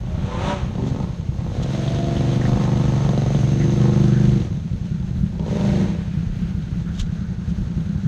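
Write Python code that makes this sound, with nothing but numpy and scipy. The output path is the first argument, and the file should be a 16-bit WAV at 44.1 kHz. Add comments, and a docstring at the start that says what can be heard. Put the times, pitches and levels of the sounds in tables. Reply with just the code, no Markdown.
"""One first hears a machine rev briefly beside an idling one; then the rider's own twin-cylinder ATV takes over
on a wooded trail, with a short push, a long pull and a last blip between stretches of idle.
Each uneven pair of firings is a pair of pulses that excites pipe resonances: boom, drone, bark and rasp.
Filtered noise makes the belt and valve-gear hiss, whirrs, rattles, frame rumble and brushes of the rider's gear.
Soft low bumps at the microphone and scattered echoes from ground and trunks complete the scene."""
import sys
import numpy as np
from scipy import signal
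from scipy.fft import rfft, irfft, next_fast_len
from scipy.io import wavfile

SR = 44100
rng = np.random.default_rng(int(sys.argv[2]) if len(sys.argv) > 2 else 0)


def pcm_store(signal):
    """Save signal as 16-bit PCM."""
    levels = np.round(np.clip(np.atleast_2d(signal), -1, 1) * 32767)
    wavfile.write(sys.argv[1], SR, levels.astype(np.int16).T)


N = 356107
T = np.arange(N) / SR  # time [s]
HZ = np.fft.rfftfreq(16384, 1 / SR)  # frequency grid of every filter [Hz]

# Levels below are relative: the functions add the trims of each layer.
# Engine speed on an open throttle: (time [s], cycle rate [1/s])
OPEN_SPEED = [(.8, 24.2), (.88, 23.7), (1, 25.5), (1.8, 23.15), (1.97, 24.26), (2.3, 24.28), (2.43, 25.05),
              (2.68, 25.1), (3.09, 23.23), (3.48, 23.72), (3.83, 25.39), (4.06, 24.85), (4.22, 25.4),
              (4.33, 25), (4.48, 21.5), (5.5, 24.2), (5.63, 25), (5.75, 24.5), (5.9, 23.3)]
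# Engine speed on a shut throttle, which hunts: (time [s], four-stroke cycle rate [1/s])
SHUT_SPEED = [(.6, 12), (1.3, 11.98), (4.55, 12.64), (4.85, 10.8), (5.2, 13.53), (6.1, 12.28), (6.7, 11.11),
              (7.15, 11.69), (7.6, 9.99), (8.07, 12.01)]
# Presses of the thumb throttle: (opens [s], fully open [s], shuts [s], clutch grip [0-1], share of change [1],
# boom [dB], drone [dB], bark [dB], rasp [dB], hiss [dB])
PRESSES = [(0.602, 0.791, 0.96, 0.33, -0.33, -23.5, -35.5, -37.5, -50, -48.5),
           (1.15, 1.8, 4.34, 0.78, 1.15, -19, -31.5, -31.5, -46.5, -41.3),
           (5.271, 5.582, 5.82, 0.02, 1.2, -17, -32.5, -30, -53.5, -41)]
# Layers on a shut throttle: (boom [dB], drone [dB], bark [dB], rasp [dB], hiss [dB])
SHUT_DB = (-27, -46.5, -54, -65, -51.5)
# Change of the layers from start to end of a press, at a share of 1: boom and drone swell,
# bark, rasp and hiss sag: (boom [dB], drone [dB], bark [dB], rasp [dB], hiss [dB])
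CHANGE_DB = (7.5, 8, -8, -4.5, -1)
# Lateness of the layers, as the power of the opening they follow: (boom, drone, bark, rasp, hiss [1])
LATENESS = (5.2, 1.1, 0.44, 0.52, 2.1)
# Boom offset of the shut throttle: (time [s], level [dB])
SHUT_LEVEL = [(1.3, -14.5), (4.55, 2), (5, -3), (6.2, -0.5), (7.4, -3.5), (8.07, 1.5)]
# Extra level of the rasp and in part the bark: it varies in the long pull and holds its end values
# before and after: (time [s], level [dB])
EXTRA_RASP = [(1.4, 7), (1.8, -6), (2.55, 7), (3.2, 6), (3.5, -1), (3.9, 7.5), (4.35, -5), (4.6, 9.5)]
# Lumpy firings that thump: (time [s], extra boom [dB], extra drone [dB])
THUMPS = [(.781, 2.5, 1.5), (.864, 5.5, 3), (4.73, 2.5, 5), (4.915, 0, 4.5), (5.228, 7, 3), (5.395, 4, 7),
          (6.42, 4, -3), (6.77, 3, 0), (7.775, 3, 6.5), (7.945, 3.5, 3)]
# Firings of altered strength in bark and rasp, mostly harder: (time [s], extra level [dB])
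HARD = [(.781, 2.5), (.864, 4.5), (1.903, 1.5), (1.986, 3.5), (2.208, 4.5), (2.413, -0.5), (2.572, 2.5),
        (3.09, 3.5), (3.177, 3.5), (3.347, 3), (5.395, 4.5)]
# Exhaust resonances under load: (frequency [Hz], width [Hz], level [dB])
BOOM = [(52.3, 26, -16), (133.5, 29.3, 3.5), (161.5, 33, -1), (196, 10, -11.5)]
# Exhaust resonances running free: (frequency [Hz], width [Hz], level [dB])
PUTTER = [(120, 54, -14.5), (168.9, 25.2, 2.5), (200.9, 17, -1.5)]
# Resonances of the drone: (frequency [Hz], width [Hz], level [dB])
DRONE = [(265.8, 16, -1.5), (340.4, 67, 0), (469.8, 13, -2.5)]
# Resonances of the bark under load: (frequency [Hz], width [Hz], level [dB])
BARK = [(237.5, 46, 7), (390, 45, -4.5), (489, 39, 3.5), (558, 31, 0.5), (693, 82, -4), (494, 440, -8)]
# Resonances of the bark running free: (frequency [Hz], width [Hz], level [dB])
FREE_BARK = [(222, 38, 2), (396, 60, 4), (481, 130, 1), (594, 43, 1.5), (780, 110, -9.5), (946, 60, -7)]
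# Sharp edge of each firing under load: (frequency [Hz], density [dB per Hz])
CRACK = [(60, -20), (220, 6.5), (420, -0.5), (900, -5.5), (1600, -31.5), (4000, -26), (9000, -57)]
# Resonances of the rasp: (frequency [Hz], width [Hz], level [dB])
RASP = [(810, 90, 5), (901, 80, 8), (1055, 134, 4), (1262, 74, 1), (1790, 810, -12.5)]
# Ringing of valve gear and engine covers: (frequency [Hz], width [Hz], level [dB])
CLATTER = [(1980, 230, -5), (3300, 1900, 1.5), (4000, 370, -6.5), (6310, 630, -1.5)]
# Steady hiss of belt drive and valve gear: (frequency [Hz], density [dB per Hz])
HISS = [(300, 3), (480, 11.5), (700, 8), (1000, 0.5), (1450, 2.5), (2400, -1), (3300, -2), (4100, -1.5),
        (4900, -7.5), (5900, -6.5), (6480, -3), (6800, -10.5), (9000, -20), (10200, -31.5), (11200, -22.5),
        (14000, -50.5)]
# Intake honks of the rider's engine: (time [s], half length [s], level [dB], order of the cycle rate [1])
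HONKS = [(2, 0.29, -37.5, 28), (2.575, 0.22, -36, 28), (3.81, 0.31, -32, 14), (3.95, 0.4, -34.5, 13),
         (3.79, .3, -38.5, 19), (3.74, 0.29, -40, 11), (2.49, .35, -38, 11), (2.36, 0.32, -38, 14),
         (0.826, 0.048, -36, 16), (.86, 0.16, -37, 11), (5.66, 0.095, -34.5, 24), (5.624, 0.1, -41.5, 38),
         (5.72, 0.11, -45.5, 32), (5.812, .08, -31, 15), (5.7, .16, -25.5, 8)]
# Whirrs of belt and gears: (time [s], half length [s], level [dB], frequency [Hz], width [Hz])
WHIRRS = [(1.95, 0.41, -50.5, 3500, 1100), (3.62, 0.074, -47, 1940, 600), (4.2, 0.1, -45, 1590, 450),
          (5.76, 0.21, -45, 1980, 1200), (3.5, 0.83, -52, 6280, 450), (6.24, 0.57, -53, 2340, 3070),
          (7.102, 2.1, -54, 1490, 482)]
# Chatter of loose bodywork: (time [s], level [dB], frequency [Hz])
RATTLES = [(1.877, -36, 3500), (1.96, -36, 3500), (2.166, -37, 3100), (2.316, -38.5, 3300),
           (2.413, -34, 1760), (2.453, -34, 1730), (3.346, -39.5, 3403)]
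# Speed of the machine alongside: (time [s], cycle rate [1/s])
IDLE_SPEED = [(0, 10.55), (1.7, 10.25), (4.7, 10.17), (6.7, 11), (7.2, 10.45)]
# Its marked thuds, mostly heavier: (time [s], extra level [dB])
IDLE_THUDS = [(.144, -1.5), (.631, 4.5), (1.289, 5.5), (1.681, 0), (4.713, 6), (4.911, 2), (6.545, -2),
              (6.725, 4), (6.905, 4), (7.478, 4)]
# Pipe resonances of its first cylinder: (frequency [Hz], width [Hz], level [dB])
IDLE_PIPE = [(60, 26, -0.5), (85.8, 36, 1.5), (127.8, 62, 3), (214, 37, -11)]
# Pipe resonances of its second cylinder: (frequency [Hz], width [Hz], level [dB])
IDLE_SECOND_PIPE = [(90, 44, -4.5), (171, 55, -0.5), (324, 83, -22)]
# Speed of the third machine: (time [s], cycle rate [1/s])
REV_SPEED = [(0, 27.3), (.14, 28.4), (.2, 29.1), (.32, 30.9), (.37, 31.3), (.44, 33.2), (.51, 34.4),
             (.6, 33.2), (.8, 28)]
# Its pipe resonances: (frequency [Hz], width [Hz], level [dB])
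REV_PIPE = [(212, 59, 7.5), (370, 57, 1), (568, 130, 0), (750, 46, -2.5), (880, 130, -5), (1110, 71, -8.5),
            (1290, 71, -9)]
# Its hiss: (frequency [Hz], density [dB per Hz])
REV_HISS = [(300, 5.5), (1000, 4.5), (2200, -2), (3800, -3.5), (5000, -16.5), (6400, -10.5), (7200, -19),
            (9000, -26.5), (14000, -64)]
# Its intake honks: (time [s], half length [s], level [dB], order of the cycle rate [1])
REV_HONKS = [(.14, 0.063, -44, 22), (.32, .1, -42, 16), (.35, 0.045, -39.5, 33), (.35, .1, -42.5, 29),
             (.5, 0.071, -31.5, 17), (.5, 0.043, -31, 28), (.47, 0.1, -40.5, 38)]
# Brushes of cloth and twigs: (time [s], level [dB], half length [s])
BRUSHES = [(0.885, -44.5, 0.024), (1.633, -39, 0.009), (6.952, -50, 0.0067), (7.003, -31.5, 0.0098),
           (7.5, -48, 0.0098)]
# Spectrum of the brushes: (frequency [Hz], density [dB per Hz])
BRUSH = [(600, -33), (1300, 2), (1900, -9.5), (3400, 4.5), (5200, -6), (6500, 0), (9000, -21),
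         (10200, -28.5), (11500, -22.5), (14000, -50.5)]
# Soft bumps at the microphone: (time [s], level [dB])
BUMPS = [(5.05, -33), (6.3, -19.5), (7.02, -16.5), (7.6, -27)]
# Shaking of frame and bodywork: (frequency [Hz], density [dB per Hz])
RUMBLE = [(10, -17), (25, -0.5), (50, 8.5), (100, 10), (190, 7), (260, -8.5), (420, -20.5), (900, -56.5)]

FIRES_AT_S = [3.091, 5.596]  # moments at which the first cylinder fires
LAG = .355  # share of a cycle until the second cylinder follows
RUN_DOWN_S = .3  # from open throttle back to idle
BARK_SHARE = 0.55  # share of the rasp's extra level that the bark takes
CRACK_DB = -3.5  # level of the crack against the bark's layer level
# the engine labours midway through the pull: the first cylinder barks harder and the drone thins
LUG_S, LUG_HALF_S, LUG_BARK_DB, LUG_DRONE_DB = 3.266, 0.2, 6.5, -3.5
HONK_WIDTH_HZ = 23.3
RATTLE_DECAY_S, RATTLE_WIDTH_HZ = 0.015, 610
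REV_DB, REV_DB_PER_HZ = -26, 2.5  # at top speed, and the loss per cycle rate below it
# the third machine's level drops as its throttle shuts, then fades
REV_SHUTS_S, REV_DROP_S, REV_DROP_DB, REV_FADE_S = 0.508, 0.062, -6, 0.69
CUT_HZ = 14100  # top of the treble


def own_engine():
    """Source and filter: one train of firings excites the resonances of every engine layer."""
    speed, opened, grip, (boom_db, drone_db, bark_db, rasp_db, hiss_db) = throttle()
    extra_db, = curves(EXTRA_RASP)
    lug = bell(LUG_S, LUG_HALF_S)
    idle_db = curves(SHUT_LEVEL)[0] + 1.85 * wander(rate_hz=7.4)
    boom_db = boom_db + (1 - opened) * idle_db
    drone_db = drone_db + LUG_DRONE_DB * lug - 3.0
    beats = FIRES_AT_S + [s for s, _, _ in THUMPS]
    exhaust = firings(speed, beats, second=0.66, lag=LAG)
    cracks = firings(speed, beats, second=amp(1.5 - 7.3 * lug), lag=LAG, jitter=.001)
    cracks = cracks * amp(sum(db * (abs(T - s) < .006) for s, db in HARD))
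    barking_db = bark_db + BARK_SHARE * extra_db + LUG_BARK_DB * lug - 6.0
    crack = ring(cracks, slope(CRACK)) * grip ** 2 * amp(bark_db + CRACK_DB)
    honk = honks(speed, beats, HONKS) * opened ** 4 * amp(2 * wander(rate_hz=10) - 1)
    pipes = boom_and_drone(exhaust, opened, grip, boom_db, drone_db)
    barks = bark(cracks, opened, grip) * amp(barking_db)
    rasps = rasp(cracks, grip) * amp(rasp_db + extra_db)
    return pipes + barks + crack + honk + rasps + clatter_and_hiss(cracks, opened, hiss_db)


def throttle():
    """Control by envelopes: each press moves speed, clutch grip and layers from idle, then lets them run down."""
    opening, grip = np.zeros(N), np.zeros(N)
    levels = [np.full(N, float(db)) for db in SHUT_DB]
    for opens, full, shuts, grips, share, *open_db in PRESSES:
        press = ease((T - opens) / (full - opens)) * (1 - ease((T - shuts) / RUN_DOWN_S))
        progress = np.clip((T - opens) / (shuts - opens), 0, 1) - .5
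        opening = opening + press
        grip = grip + grips * press
        layers = zip(levels, open_db, SHUT_DB, CHANGE_DB, LATENESS)
        levels = [level + press ** late * (db + share * change * progress - shut)
                  for level, db, shut, change, late in layers]
    speed = (1 - opening) * curves(SHUT_SPEED)[0] + opening * curves(OPEN_SPEED)[0]
    return speed, opening, np.clip(grip, 0, 1), levels


def boom_and_drone(exhaust, opened, grip, boom_db, drone_db):
    """Pipe resonance: pulling, the exhaust booms deep; running free, it putters higher; a drone lies above."""
    thump = amp(sum(db * bell(s, half=.025) for s, db, _ in THUMPS))
    hollow = amp(sum(db * bell(s, half=.025) for s, _, db in THUMPS))
    sputter = exhaust + amp(-14 - 2 * opened) * puffs(exhaust, decay_s=.04)
    loaded = np.sqrt(grip) * ring(exhaust * thump, pipe(BOOM))
    free = np.sqrt(1 - grip) * ring(sputter * thump, pipe(PUTTER)) * amp(-1.0)
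    drone = ring(sputter * hollow, pipe(DRONE)) * amp(drone_db)
    return (loaded + free) * amp(boom_db) + drone


def bark(cracks, opened, grip):
    """Load-dependent resonance: the bark crossfades at constant power between a free and a pulling colour."""
    # a shut throttle mostly rustles; an open one barks, the more cleanly the harder it pulls
    rustle = amp(-3 - 10 * opened - 2 * grip) * puffs(cracks, decay_s=.03)
    barking = np.sqrt(opened) * cracks + rustle
    loading = np.clip(grip / (opened + .01) / .8, 0, 1)
    pulling = np.sqrt(loading) * ring(barking, pipe(BARK))
    return pulling + np.sqrt(1 - loading) * ring(barking, pipe(FREE_BARK))


def rasp(cracks, grip):
    """Turbulence on pulses: uneven firings and bursts of noise tear through the upper resonances."""
    uneven = cracks * amp(1.5 * wander(rate_hz=25))
    tearing = np.sqrt(grip) * uneven + .7 * puffs(uneven, decay_s=.022)
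    return ring(tearing, pipe(RASP))


def clatter_and_hiss(cracks, opened, hiss_db):
    """Structural ringing: noise after each firing rings the covers, over steady noise of belt and valve gear."""
    knocks = cracks * amp(2.8 * wander(rate_hz=20))
    clatter = ring(puffs(knocks, decay_s=0.0042), pipe(CLATTER)) * amp(hiss_db - 12.0 + 3.1 * opened)
    noise = rng.standard_normal(N) * amp(1.0 * wander(rate_hz=13))
    return clatter + ring(noise, slope(HISS)) * amp(hiss_db + 3.0)


def honks(speed, fires_at_s, rows):
    """Order resonance: an intake sings on single multiples of the cycle rate and glides with them."""
    pulses = firings(speed, fires_at_s, second=0, lag=LAG)
    turns = np.cumsum(speed) / SR
    r = np.exp(-np.pi * HONK_WIDTH_HZ / SR)
    gain = np.sqrt(8 * (1 - r) ** 3)
    out = np.zeros(N)
    for s, half, db, order in rows:
        # shift the order down to 0 Hz, smooth it there, and shift it back
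        turn = np.exp(2j * np.pi * order * turns)
        smoothed = signal.lfilter([gain], [1, -2 * r, r * r], pulses / turn)
        out += amp(db) * bell(s, half) * (turn * smoothed).real
    return out


def whirrs():
    """Band-limited noise: belt and gears whirr in narrow, fluttering bands as the drive works and idles."""
    flutter_db = 2 * wander(rate_hz=20)
    out = np.zeros(N)
    for s, half, db, hz, width in WHIRRS:
        band = ring(rng.standard_normal(N), pipe([(hz, width, 0)]))
        out += band * amp(db + flutter_db) * bell(s, half)
    return out


def rattles():
    """Impulsive excitation: decaying noise rings one resonance as loose bodywork chatters briefly."""
    out = np.zeros(N)
    for s, db, hz in RATTLES:
        chatter = (T >= s) * np.exp(-abs(T - s) / RATTLE_DECAY_S) * rng.standard_normal(N)
        out += amp(db) * ring(chatter, pipe([(hz, RATTLE_WIDTH_HZ, 0)]))
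    return out


def revving_machine():
    """Source and filter: a brief growling rev with throbbing hiss, louder with speed, fading once shut."""
    speed, = curves(REV_SPEED)
    drop_db = REV_DROP_DB * ease((T - REV_SHUTS_S) / REV_DROP_S)
    level_db = REV_DB + REV_DB_PER_HZ * (speed - speed.max()) + drop_db
    fade = 1 - ease((T - REV_SHUTS_S) / REV_FADE_S)
    pulses = firings(speed, 0, second=0.78, lag=LAG)
    gas = amp(-18) * puffs(pulses, decay_s=.02)
    growl = ring(pulses + gas, pipe(REV_PIPE))
    hiss = amp(-2.5) * ring(puffs(pulses, decay_s=0.12), slope(REV_HISS))
    return amp(level_db) * fade * (growl + hiss) + honks(speed, 0, REV_HONKS)


def idling_machine():
    """Two resonators struck in turn: a deep thud of one cylinder, then a higher, softer one of the other."""
    speed, = curves(IDLE_SPEED)
    beats, second_after_s = np.transpose(IDLE_THUDS)[0], .033
    heavy_db = sum(db * bell(s, half=.02) for s, db in IDLE_THUDS)
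    first = firings(speed, beats, second=0, lag=LAG) * amp(heavy_db)
    second = firings(speed, beats + second_after_s, second=0, lag=LAG)
    return amp(-30.0) * ring(first, pipe(IDLE_PIPE)) + amp(-33.5) * ring(second, pipe(IDLE_SECOND_PIPE))


def handling():
    """Friction and impact: grainy noise brushes by, and short low oscillations bump the microphone."""
    stroke = sum(amp(db) / (1 + ((T - s) / half) ** 2) for s, db, half in BRUSHES)
    grain = unit(rng.standard_normal(N) * amp(2.6 * wander(rate_hz=130)))
    out = ring(stroke * grain, slope(BRUSH))
    bump_hz, bump_half_s = 36, .026
    for s, db in BUMPS:
        out -= amp(db) * bell(s, bump_half_s) * np.cos(2 * np.pi * bump_hz * (T - s))
    return out


def rumble():
    """Random vibration: low noise of wandering level, the shaking of frame and bodywork."""
    return amp(-28.5 + 2.8 * wander(rate_hz=8.8)) * ring(rng.standard_normal(N), slope(RUMBLE))


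def woods(x, t60):
    """Sparse reflection: scattered, decaying echoes from the ground and the trunks."""
    t = T[:SR]
    taps = rng.standard_normal(SR) * (rng.random(SR) < .03) * (t > .012) * amp(-60 * t / t60)
    return signal.oaconvolve(x, taps / np.linalg.norm(taps))[:N]


def firings(speed, fires_at_s, second, lag, jitter=0):
    """Periodic excitation: two pulses a cycle, mean power about 1, the second a share lag of a cycle late."""
    turns, out = np.cumsum(speed) / SR, np.zeros(N)
    # align the first cylinder to the given moments; the beat slips mostly while the engine turns slowly
    slack = np.cumsum(speed ** -8.)
    beats = (np.sort(np.atleast_1d(fires_at_s)) * SR).astype(int)
    turns = turns - np.interp(slack, slack[beats], np.unwrap(turns[beats], period=1))
    for delay, size in ((0, 1), (lag, second)):
        at = np.flatnonzero(np.diff(np.floor(turns - delay)))
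        strength, late = rng.standard_normal((N // 100, 2))[:len(at)].T
        period = SR / speed[at]  # in samples
        # combustion is less even when the engine turns slowly
        lumpy = (11 / speed[at]) ** 2
        height = np.broadcast_to(size, N)[at] * np.sqrt(period) * amp((.6 + .6 * lumpy) * strength)
        shift = ((.004 * lumpy + jitter) * late * period).astype(int)
        out[np.clip(at + shift, 0, N - 1)] += height
    return out / np.sqrt(1 + second ** 2)


def puffs(pulses, decay_s):
    """Turbulent gas: a burst of noise dying away after each pulse."""
    envelope = signal.lfilter([1], [1, -np.exp(-1 / (decay_s * SR))], pulses)
    return unit(envelope * rng.standard_normal(N))


def pipe(modes):
    """Modal response: gain of a set of steep resonances, added in power."""
    return np.sqrt(sum((amp(db) / (1 + (2 * (HZ - hz) / width) ** 2)) ** 2 for hz, width, db in modes))


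def slope(points):
    """Spectral envelope: gain joined by straight lines in level over log frequency."""
    hz, db = np.transpose(points)
    return amp(np.interp(np.log(HZ + 1), np.log(hz), db))


def ring(x, gain):
    """Minimum phase: passes x through a causal filter of this gain's shape and of energy 1."""
    log_gain = np.log(np.maximum(np.r_[gain, gain[-2:0:-1]], gain.max() * 1e-5))
    response = np.exp(np.conj(signal.hilbert(log_gain)))
    taps = np.fft.ifft(response).real[:len(gain) // 2]
    return signal.oaconvolve(x, taps / np.linalg.norm(taps))[:N]


def wander(rate_hz):
    """Low-passed noise: slow chance of rms 1."""
    size = next_fast_len(N)
    hz = np.fft.rfftfreq(size, 1 / SR)
    spectrum = rfft(rng.standard_normal(size)) * np.exp(-(hz / rate_hz) ** 2)
    return unit(irfft(spectrum, size)[:N])


def curves(rows):
    """Linear interpolation: the columns of a table, joined by straight lines in time, end values held."""
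    s, *columns = np.transpose(rows)
    return [np.interp(T, s, c) for c in columns]


def ease(u):
    """Raised sine: a smooth step from 0 to 1."""
    return np.sin(np.pi / 2 * np.clip(u, 0, 1)) ** 2


def bell(s, half):
    """Gaussian envelope: a smooth swell of height 1 around the time s."""
    return np.exp(-((T - s) / half) ** 2)


def amp(db):
    """Decibel law: level to amplitude ratio."""
    return 10 ** (np.asarray(db) / 20)


def unit(x):
    """Power normalisation: scales x to rms 1."""
    return x / np.sqrt(np.mean(x ** 2) + 1e-20)


def scene():
    """Superposition: engines and their echoes, drive whirrs, rumble and handling add up."""
    engines = own_engine() + rattles() + idling_machine() + revving_machine()
    echoes = amp(-16) * woods(engines, t60=.3)
    return (engines + echoes + whirrs() + rumble() + handling())[None]


def record(dry):
    """Band limiting: the lowest shaking and the top treble are removed; the ends are softened."""
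    dry = signal.sosfilt(signal.butter(2, 18, "highpass", fs=SR, output="sos"), dry)
    dry = dry * np.clip(np.minimum(T, T[-1] - T) / .004, 0, 1)
    treble_cut = signal.firwin(511, CUT_HZ, window=("kaiser", 9), fs=SR)
    return signal.oaconvolve(dry, treble_cut[None], "same")


dry = scene()
out = record(dry)
pcm_store(out)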